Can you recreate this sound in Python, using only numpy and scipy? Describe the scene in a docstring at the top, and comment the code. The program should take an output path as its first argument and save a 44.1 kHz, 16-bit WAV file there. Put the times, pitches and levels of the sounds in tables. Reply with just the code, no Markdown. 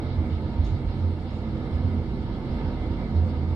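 """Funicular car in a tunnel

Inside a funicular car rolling slowly through a tunnel. Rough rails shake the car body: it booms near
85 Hz and in other low modes (wavering tones), over a bed of rumble and panel roar (shaped noise).
Wheels and rope hiss above it, throbbing about three times a second, with a whirr near 2 kHz and
faint steady microphone hiss; a loose metal part clicks faintly: decaying partials and a noise wash."""
import sys
import numpy as np
from scipy import signal
from scipy.fft import rfft, irfft
from scipy.io import wavfile
from scipy.ndimage import uniform_filter1d

SR = 44100
rng = np.random.default_rng(int(sys.argv[2]) if len(sys.argv) > 2 else 0)


def generate_wav(signal):
    """Clip the signal to [-1, 1] and save it as 16-bit WAV at the path in sys.argv[1]."""
    frames = np.transpose(np.atleast_2d(signal))
    scaled = np.clip(frames, -1, 1) * 32767
    pcm = np.round(scaled).astype(np.int16)
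    wavfile.write(sys.argv[1], SR, pcm)


N = 156555  # length in samples

# Spectra are relative (each bed is levelled afterwards); bed and mode levels are before any trim.
# Faint steady microphone hiss on top, spectrum: freq_hz, level_db_per_hz
MIC_HISS_SPECTRUM = [(2500, -40), (4500, -9), (6000, -0.5), (8000, -5), (10500, -8.5), (12500, -20),
                     (15000, -44)]
# Whirr near 2 kHz, level over time: time_s, level_db
WHIRR_LEVEL = [(0.02, -58), (0.24, -59.5), (0.26, -55), (0.43, -64.5), (0.61, -59), (1.19, -63.5),
               (1.7, -59.5), (2.29, -62.5), (2.65, -57), (2.67, -64), (2.85, -57), (2.97, -61),
               (3.02, -56.5), (3.14, -62), (3.53, -59.5)]
# Whirr, base spectrum: freq_hz, level_db_per_hz
WHIRR_SPECTRUM = [(1000, -57.5), (1900, -9.5), (2050, -9.5), (2330, -6), (2500, -20.5), (4000, -61)]
# Whirr, resonances: freq_hz, width_hz, level_db_per_hz
WHIRR_RESONANCES = [(2064.6, 26, 9.4), (2174, 30, 3), (2210, 220, 1.1)]
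# Hiss of wheels and rope, throbbing level: time_s, level_db
HISS_THROB = [(0.02, -58), (0.1, -56.5), (0.28, -61.5), (0.33, -56.5), (0.41, -59.5), (0.63, -58.5),
              (0.66, -55.5), (0.85, -61.5), (0.92, -57), (0.99, -59), (1.25, -61.5), (1.28, -56),
              (1.4, -59.5), (1.62, -58.5), (1.7, -61), (1.74, -58), (2.15, -60.5), (2.36, -57.5),
              (2.39, -61), (2.52, -57), (3.15, -59.5), (3.16, -57), (3.27, -61), (3.31, -57), (3.48, -61),
              (3.53, -59.5)]
# Hiss, base spectrum: freq_hz, level_db_per_hz
HISS_SPECTRUM = [(800, -54.5), (1500, -24), (2400, -10.5), (2600, -4.5), (3000, -2), (4000, -1.5),
                 (4700, -7.5), (5500, -14), (5900, -30.5), (7000, -52.5), (9000, -71.5)]
# Hiss, resonances: freq_hz, width_hz, level_db_per_hz
HISS_RESONANCES = [(2757, 39, 4.5)]
# Clicks: start_s, ring_db, wash_db, wash_rise_s (both levels before the fades and the pan)
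CLICK_EVENTS = [(0.6435, -58.5, -57.5, 0.0071), (0.6628, -68, -61.5, 0.0077), (1.305, -65, -62.5, 0.046)]
# Partials of the loose metal part: freq_hz, level_db (relative), t60_s
LOOSE_PART = [(4250, -4, .05), (5350, 3, .08), (6620, -4, .06), (7687, -11, .03), (9800, -13, .025)]
# Broad wash after each click, relative spectrum: freq_hz, level_db_per_hz
WASH_SPECTRUM = [(2500, -23), (4100, 4), (5300, -11), (6500, 3), (8000, -12.5), (10000, -18), (12000, -31)]
# Rolling roar, swell: time_s, level_db
ROAR_LEVEL = [(0.02, -42), (0.17, -43.5), (0.19, -42), (0.32, -44), (1.07, -44.5), (1.11, -46), (1.72, -42),
              (2.17, -45), (2.7, -40.5), (2.75, -42.5), (3.53, -43)]
# Roar, base spectrum: freq_hz, level_db_per_hz
ROAR_SPECTRUM = [(200, -70), (330, -28.5), (420, -6), (650, -8.5), (1000, -16), (1400, -18.5), (1550, -22),
                 (1900, -23), (2600, -51.5), (4000, -89)]
# Panel resonances in the roar: freq_hz, width_hz, level_db_per_hz
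PANEL_RESONANCES = [(440.6, 22, 0), (491.6, 20, -1), (513.7, 20, 0.5), (577, 17, -6), (723, 17, -6),
                    (759, 33, -6), (878.4, 34, -4.5), (965, 21, -7), (1256, 60, -12.5), (1718, 33, -15.5)]
# Rumble, swell: time_s, level_db
RUMBLE_LEVEL = [(0.02, -34.5), (1.3, -36.5), (2.0, -32), (3.53, -34)]
# Rumble between the resonances, base spectrum: freq_hz, level_db_per_hz
RUMBLE_SPECTRUM = [(18, -23), (33, -26), (45, -17.5), (70, -16.5), (110, -20), (138, -17.5), (165, -25.5),
                   (240, -20), (290, -27.5), (330, -26), (400, -37.5), (480, -56.5), (700, -110)]
# Resonances of the car body in the rumble: freq_hz, width_hz, level_db_per_hz
BODY_RESONANCES = [(181, 14, -17.5), (342, 16, -27.5), (384.75, 8.2, -19.5)]
# Thin hum of a panel: time_s, level_db
PANEL_HUM = [(0.02, -64), (0.39, -61), (0.59, -44), (0.62, -62), (0.73, -58.5), (2.08, -59), (2.11, -52),
             (2.23, -63), (2.28, -46), (2.34, -58), (2.52, -52), (2.54, -52), (2.73, -51), (2.84, -65),
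             (2.91, -45.5), (3.1, -64), (3.13, -51), (3.53, -56.5)]
# Body mode near 320 Hz: time_s, level_db, pitch_hz
RING_MODE = [(0.02, -38.5, 317.9), (0.08, -41.5, 319.3), (0.17, -54, 318.2), (0.22, -34, 313.2),
             (0.35, -46, 309.0), (0.43, -36.5, 318.1), (0.64, -43.5, 312.4), (1.08, -43, 315.9),
             (1.28, -44, 308.1), (1.3, -60, 307.5), (1.36, -46.5, 321.0), (1.57, -39.5, 317.9),
             (1.81, -50.5, 328.0), (1.98, -42.5, 319.3), (2.16, -49.5, 322.7), (2.89, -38.5, 317.5),
             (3.06, -45, 324.1), (3.13, -45, 312.3), (3.39, -45, 310.8), (3.53, -38, 318.8)]
# Body mode near 250 Hz: time_s, level_db, pitch_hz
GROAN_MODE = [(0.02, -41.5, 256), (0.26, -40.5, 242.5), (0.43, -41, 260), (0.5, -39.5, 241.5),
              (1.09, -47.5, 256.4), (1.14, -44, 237.5), (1.48, -43.5, 260.5), (1.7, -46.5, 240.9),
              (1.88, -35.5, 259.4), (2.02, -42, 243.1), (2.59, -39.5, 248.8), (2.65, -40.5, 267),
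              (2.86, -40.5, 238.7), (2.91, -36.5, 254.8), (3.47, -39.5, 256.6), (3.53, -52, 252.6)]
# Body mode near 220 Hz: time_s, level_db, pitch_hz
MOAN_MODE = [(0.02, -44, 227.3), (0.25, -35.5, 229), (0.35, -41, 217.2), (0.52, -38.5, 216.4),
             (0.73, -42.5, 228.0), (1.08, -38.5, 218.9), (1.15, -40, 227.4), (1.22, -45, 215.3),
             (1.48, -31, 216.1), (1.72, -53, 222.8), (1.75, -35, 218.1), (2.45, -42, 215.7),
             (2.57, -36.5, 226.2), (2.85, -49, 229.7), (2.96, -49, 218), (3.07, -37, 219),
             (3.16, -41, 213.6), (3.28, -32, 221.7), (3.46, -52, 212.4), (3.53, -44.5, 222.6)]
# Body mode above the boom: time_s, level_db, pitch_hz
DRONE_MODE = [(0.02, -32.5, 132.3), (0.15, -37, 130.2), (0.57, -42.5, 141.4), (0.61, -30.5, 137.7),
              (0.94, -39.5, 130.4), (1.14, -45.5, 132.5), (1.39, -51, 144.6), (1.52, -28.5, 133.6),
              (1.63, -44.5, 134.3), (1.76, -36.5, 142.5), (1.85, -33, 130.1), (2.05, -41, 143.1),
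              (2.18, -41, 131.5), (2.34, -38, 147.5), (2.44, -39.5, 127.7), (2.61, -31, 139.3),
              (2.79, -55, 124.4), (2.93, -47, 126.6), (3.03, -38, 139.6), (3.53, -38.5, 129.4)]
# Deeper mode under the boom: time_s, level_db, pitch_hz
DEEP_MODE = [(0.02, -42.5, 50.4), (0.2, -29.5, 57.5), (0.32, -41, 57.6), (0.37, -28, 61.3),
             (0.43, -52, 69.1), (0.47, -39, 66.7), (0.53, -36, 60.53), (0.62, -21.5, 59),
             (0.72, -26.5, 50.7), (0.81, -47, 50.5), (0.87, -24.5, 52.3), (0.91, -36, 50.8),
             (1.01, -39.5, 47.43), (1.34, -37, 48.8), (1.38, -42, 47.7), (1.49, -32, 55.73),
             (1.69, -45.5, 55.97), (1.75, -30.5, 56.2), (1.84, -39, 61.7), (1.91, -37, 59),
             (2.06, -32, 54.17), (2.37, -41, 54.6), (2.47, -47, 52.5), (2.57, -35, 47.4), (3.04, -30, 47.8),
             (3.14, -36, 54.35), (3.39, -49, 56.22), (3.53, -29, 55.83)]
# Boom of the car's lowest strong mode: time_s, level_db, pitch_hz
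BOOM_MODE = [(0.02, -37, 87.2), (0.07, -28, 86.6), (0.15, -33.5, 94.5), (0.2, -20, 87.8),
             (0.27, -39.5, 83.5), (0.33, -23, 83.7), (0.42, -37, 84.8), (0.46, -24, 79.4), (0.5, -54, 78.3),
             (0.55, -38, 83.9), (0.6, -15.5, 82.8), (0.67, -42, 86.8), (0.74, -22.5, 89.1),
             (0.77, -38.5, 88.5), (0.9, -27, 88.16), (0.94, -37, 88.3), (1.03, -22, 88.3),
             (1.18, -31, 86.5), (1.25, -35, 86.95), (1.33, -41, 84.6), (1.36, -32.5, 86),
             (1.5, -35.5, 85.7), (1.58, -35, 86.5), (1.69, -40.5, 85), (1.75, -22.5, 84.7),
             (1.8, -33.5, 84.74), (1.86, -22.5, 86.94), (1.94, -32.5, 87.54), (2.02, -26, 83.2),
             (2.06, -47, 81.3), (2.09, -30.5, 78.7), (2.15, -44.5, 72.3), (2.21, -32, 78.2),
             (2.3, -56, 75.7), (2.38, -47, 83.3), (2.45, -62, 78.25), (2.53, -31, 80), (2.62, -42.5, 78.4),
             (2.65, -29, 79.7), (2.77, -42.5, 87.4), (2.83, -26.5, 80.3), (2.88, -32, 74.3),
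             (2.92, -24.5, 76.2), (3.0, -48, 76.9), (3.11, -42, 79.56), (3.17, -18.5, 88.6),
             (3.28, -26, 88.4), (3.35, -30.5, 84.04), (3.53, -24, 83.9)]
# Left-right likeness of the noise beds: freq_hz, likeness (0 to 1)
LIKENESS = [(40, 0.72), (90, 0.98), (300, 0.99), (430, 0.96), (620, 0.72), (830, 0.79), (1100, 0.64),
            (1400, 0.58), (2500, 0.068), (9000, .05)]
# Stereo balance of beds and modes: freq_hz, left_minus_right_db
BALANCE = [(40, -4), (130, -4.5), (260, -3.5), (700, -.5), (830, -3), (1250, 0.5), (1650, 1.5),
           (2250, -8.5), (3200, -3), (5200, 2.5), (7300, 9.5), (10000, 9)]
# Stereo phase of beds and modes: freq_hz, left_lead_rad
LEFT_LEAD = [(40, -.1), (400, -.08), (1000, -.35), (1400, -.7), (1700, -2), (3000, -2.4)]

PANEL_HUM_HZ = 934
WASH_T60_S = 0.3


def amp(db):
    """Decibels to linear gain."""
    return 10 ** (np.asarray(db) / 20)


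def evened(x):
    """Scale a signal to an rms of one."""
    return x / np.sqrt(np.mean(abs(x) ** 2) + 1e-20)


def read(points, hz):
    """Read a frequency table, interpolating along log frequency."""
    freq, value = np.transpose(points)
    return np.interp(np.log(hz + 1), np.log(freq + 1), value)


def curve(rows, column=1):
    """Draw one column of a time table as a line through every sample."""
    rows = np.array(rows)
    return np.interp(np.arange(N) / SR, rows[:, 0], rows[:, column])


def slow(hz):
    """Complex noise smoothed to a given bandwidth, unit rms."""
    noise = rng.standard_normal(N) + 1j * rng.standard_normal(N)
    lowpass = 1 / (1 + (np.fft.fftfreq(N, 1 / SR) / hz) ** 2)
    return evened(np.fft.ifft(np.fft.fft(noise) * lowpass))


def field(base, peaks, size, patchy_db, patch_hz, patch_s):
    """Stereo noise: a base spectrum plus resonances, broken into drifting patches."""
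    hop = size // 4
    frames = N // hop + 5
    hz = np.fft.rfftfreq(size, 1 / SR)
    a, b, c, d, patch = rng.standard_normal((frames, len(hz), 5)).T

    # smooth the patches along frequency, then along time
    patch = uniform_filter1d(patch, max(1, round(patch_hz * size / SR)), 0)
    patch = evened(uniform_filter1d(patch, max(1, round(patch_s * SR / hop)), 1))

    power = amp(read(base, hz)) ** 2
    for freq, width, db in peaks:
        power = power + amp(db) ** 2 / (1 + (2 * (hz - freq) / width) ** 2) ** 2

    # the right side shares part of the left's noise; the rest is its own
    same = np.clip(read(LIKENESS, hz), 0, 1)[:, None]
    first, second = a + 1j * b, c + 1j * d
    tilt = np.exp(1j * read(LEFT_LEAD, hz)) * amp(read(BALANCE, hz))
    left = first * tilt[:, None]
    right = same * first + np.sqrt(1 - same ** 2) * second

    bins = np.array([left, right]) * np.sqrt(power)[:, None] * amp(patchy_db * patch)
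    out = signal.istft(bins, nperseg=size, noverlap=size - hop)[1][:, :N]
    return out / np.std(out.mean(0))  # unit level in the mono sum


def mic_hiss():
    """Faint steady microphone hiss on top: patchy high noise held at one level."""
    return amp(-78) * field(MIC_HISS_SPECTRUM, [], size=1024, patchy_db=2.0, patch_hz=2556, patch_s=.04)


def whirr():
    """Whirr under the hiss: noise gathered into resonances near 2 kHz, rising and falling."""
    bed = field(WHIRR_SPECTRUM, WHIRR_RESONANCES, size=2048, patchy_db=0.3, patch_hz=300, patch_s=.06)
    return amp(curve(WHIRR_LEVEL) + 0.63) * bed


def hiss():
    """Wheels and rope: broad noise around 3 to 4 kHz whose level throbs."""
    bed = field(HISS_SPECTRUM, HISS_RESONANCES, size=2048, patchy_db=1.5, patch_hz=500, patch_s=0.036)
    return amp(curve(HISS_THROB)) * bed


def clicks():
    """Each click rings the loose part's partials briefly and leaves a broad wash in the cabin."""
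    t = np.arange(SR // 3) / SR
    out = np.zeros((2, N + SR))  # spare room for the last tail
    ring = np.zeros(len(t))
    for hz, db, t60 in LOOSE_PART:
        ring += amp(db - 60 * t / t60) * np.sin(2 * np.pi * hz * t)
    ring *= np.minimum(t / 0.0015, 1)  # 1.5 ms attack

    colour = amp(read(WASH_SPECTRUM, np.fft.rfftfreq(len(t), 1 / SR)))
    for start, ring_db, wash_db, rise in CLICK_EVENTS:
        noise = rng.standard_normal((2, len(t)))
        wash = evened(irfft(rfft(noise) * colour, len(t)))
        wash = wash * amp(wash_db - 60 * t / WASH_T60_S) * np.minimum(t / rise, 1)
        at = round(start * SR)
        out[:, at:at + len(t)] += amp(ring_db) * ring + wash
    return out[:, :N] * amp([[-0.5], [0.5]])  # a touch to the right


def roar():
    """Rolling roar: rail roughness drives the panels, heard as noise with panel resonances."""
    bed = field(ROAR_SPECTRUM, PANEL_RESONANCES, size=4096, patchy_db=0.5, patch_hz=202, patch_s=.1)
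    return amp(curve(ROAR_LEVEL) + 0.5) * bed


def rumble():
    """Rail roughness shakes the car: low noise ringing in the body resonances."""
    bed = field(RUMBLE_SPECTRUM, BODY_RESONANCES, size=4096, patchy_db=0.34, patch_hz=60, patch_s=0.16)
    return amp(curve(RUMBLE_LEVEL) + 1.5) * bed


def mode(rows, trim_db, fuzz):
    """One body mode, shaken into bursts: a wavering tone with a fuzzy skirt of noise."""
    pitch = curve(rows, column=2) + 2.49 * slow(6.9).real  # random waver, about 1.8 Hz rms
    turn = 2 * np.pi * np.cumsum(pitch) / SR
    skirt = 1 + fuzz * slow(13)
    tone = np.sqrt(2) * skirt * np.exp(1j * turn) * amp(curve(rows) + trim_db)

    # stereo placement is taken at the mode's first pitch
    half_lean = read(BALANCE, rows[0][2]) / 2
    lead = read(LEFT_LEAD, rows[0][2])
    left = tone * amp(half_lean) * np.exp(1j * lead)
    right = tone * amp(-half_lean)
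    return np.array([left.real, right.real])


def upper_modes():
    """Body modes above the boom, plus the thin panel hum held around one pitch."""
    hum = [(s, db, PANEL_HUM_HZ) for s, db in PANEL_HUM]
    voices = [DRONE_MODE, MOAN_MODE, GROAN_MODE, RING_MODE, hum]
    return sum(mode(rows, trim_db=-2.5, fuzz=.45) for rows in voices)


def boom():
    """The car's lowest strong mode near 85 Hz, with a deeper mode under it."""
    return mode(BOOM_MODE, trim_db=0, fuzz=.25) + mode(DEEP_MODE, trim_db=-2, fuzz=.4)


def scene():
    """Mix the modes of the car, the noise beds and the clicks."""
    upper = upper_modes()
    body = boom() + upper + rumble() + roar()
    return body + hiss() + whirr() + mic_hiss() + clicks()


def record(dry):
    """Band limit: a steep linear-phase low-pass at 15.1 kHz."""
    lowpass = signal.firwin(511, 15100, window=("kaiser", 9), fs=SR)
    return signal.oaconvolve(dry, lowpass[None], "same")


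dry = scene()
out = record(dry)
generate_wav(out)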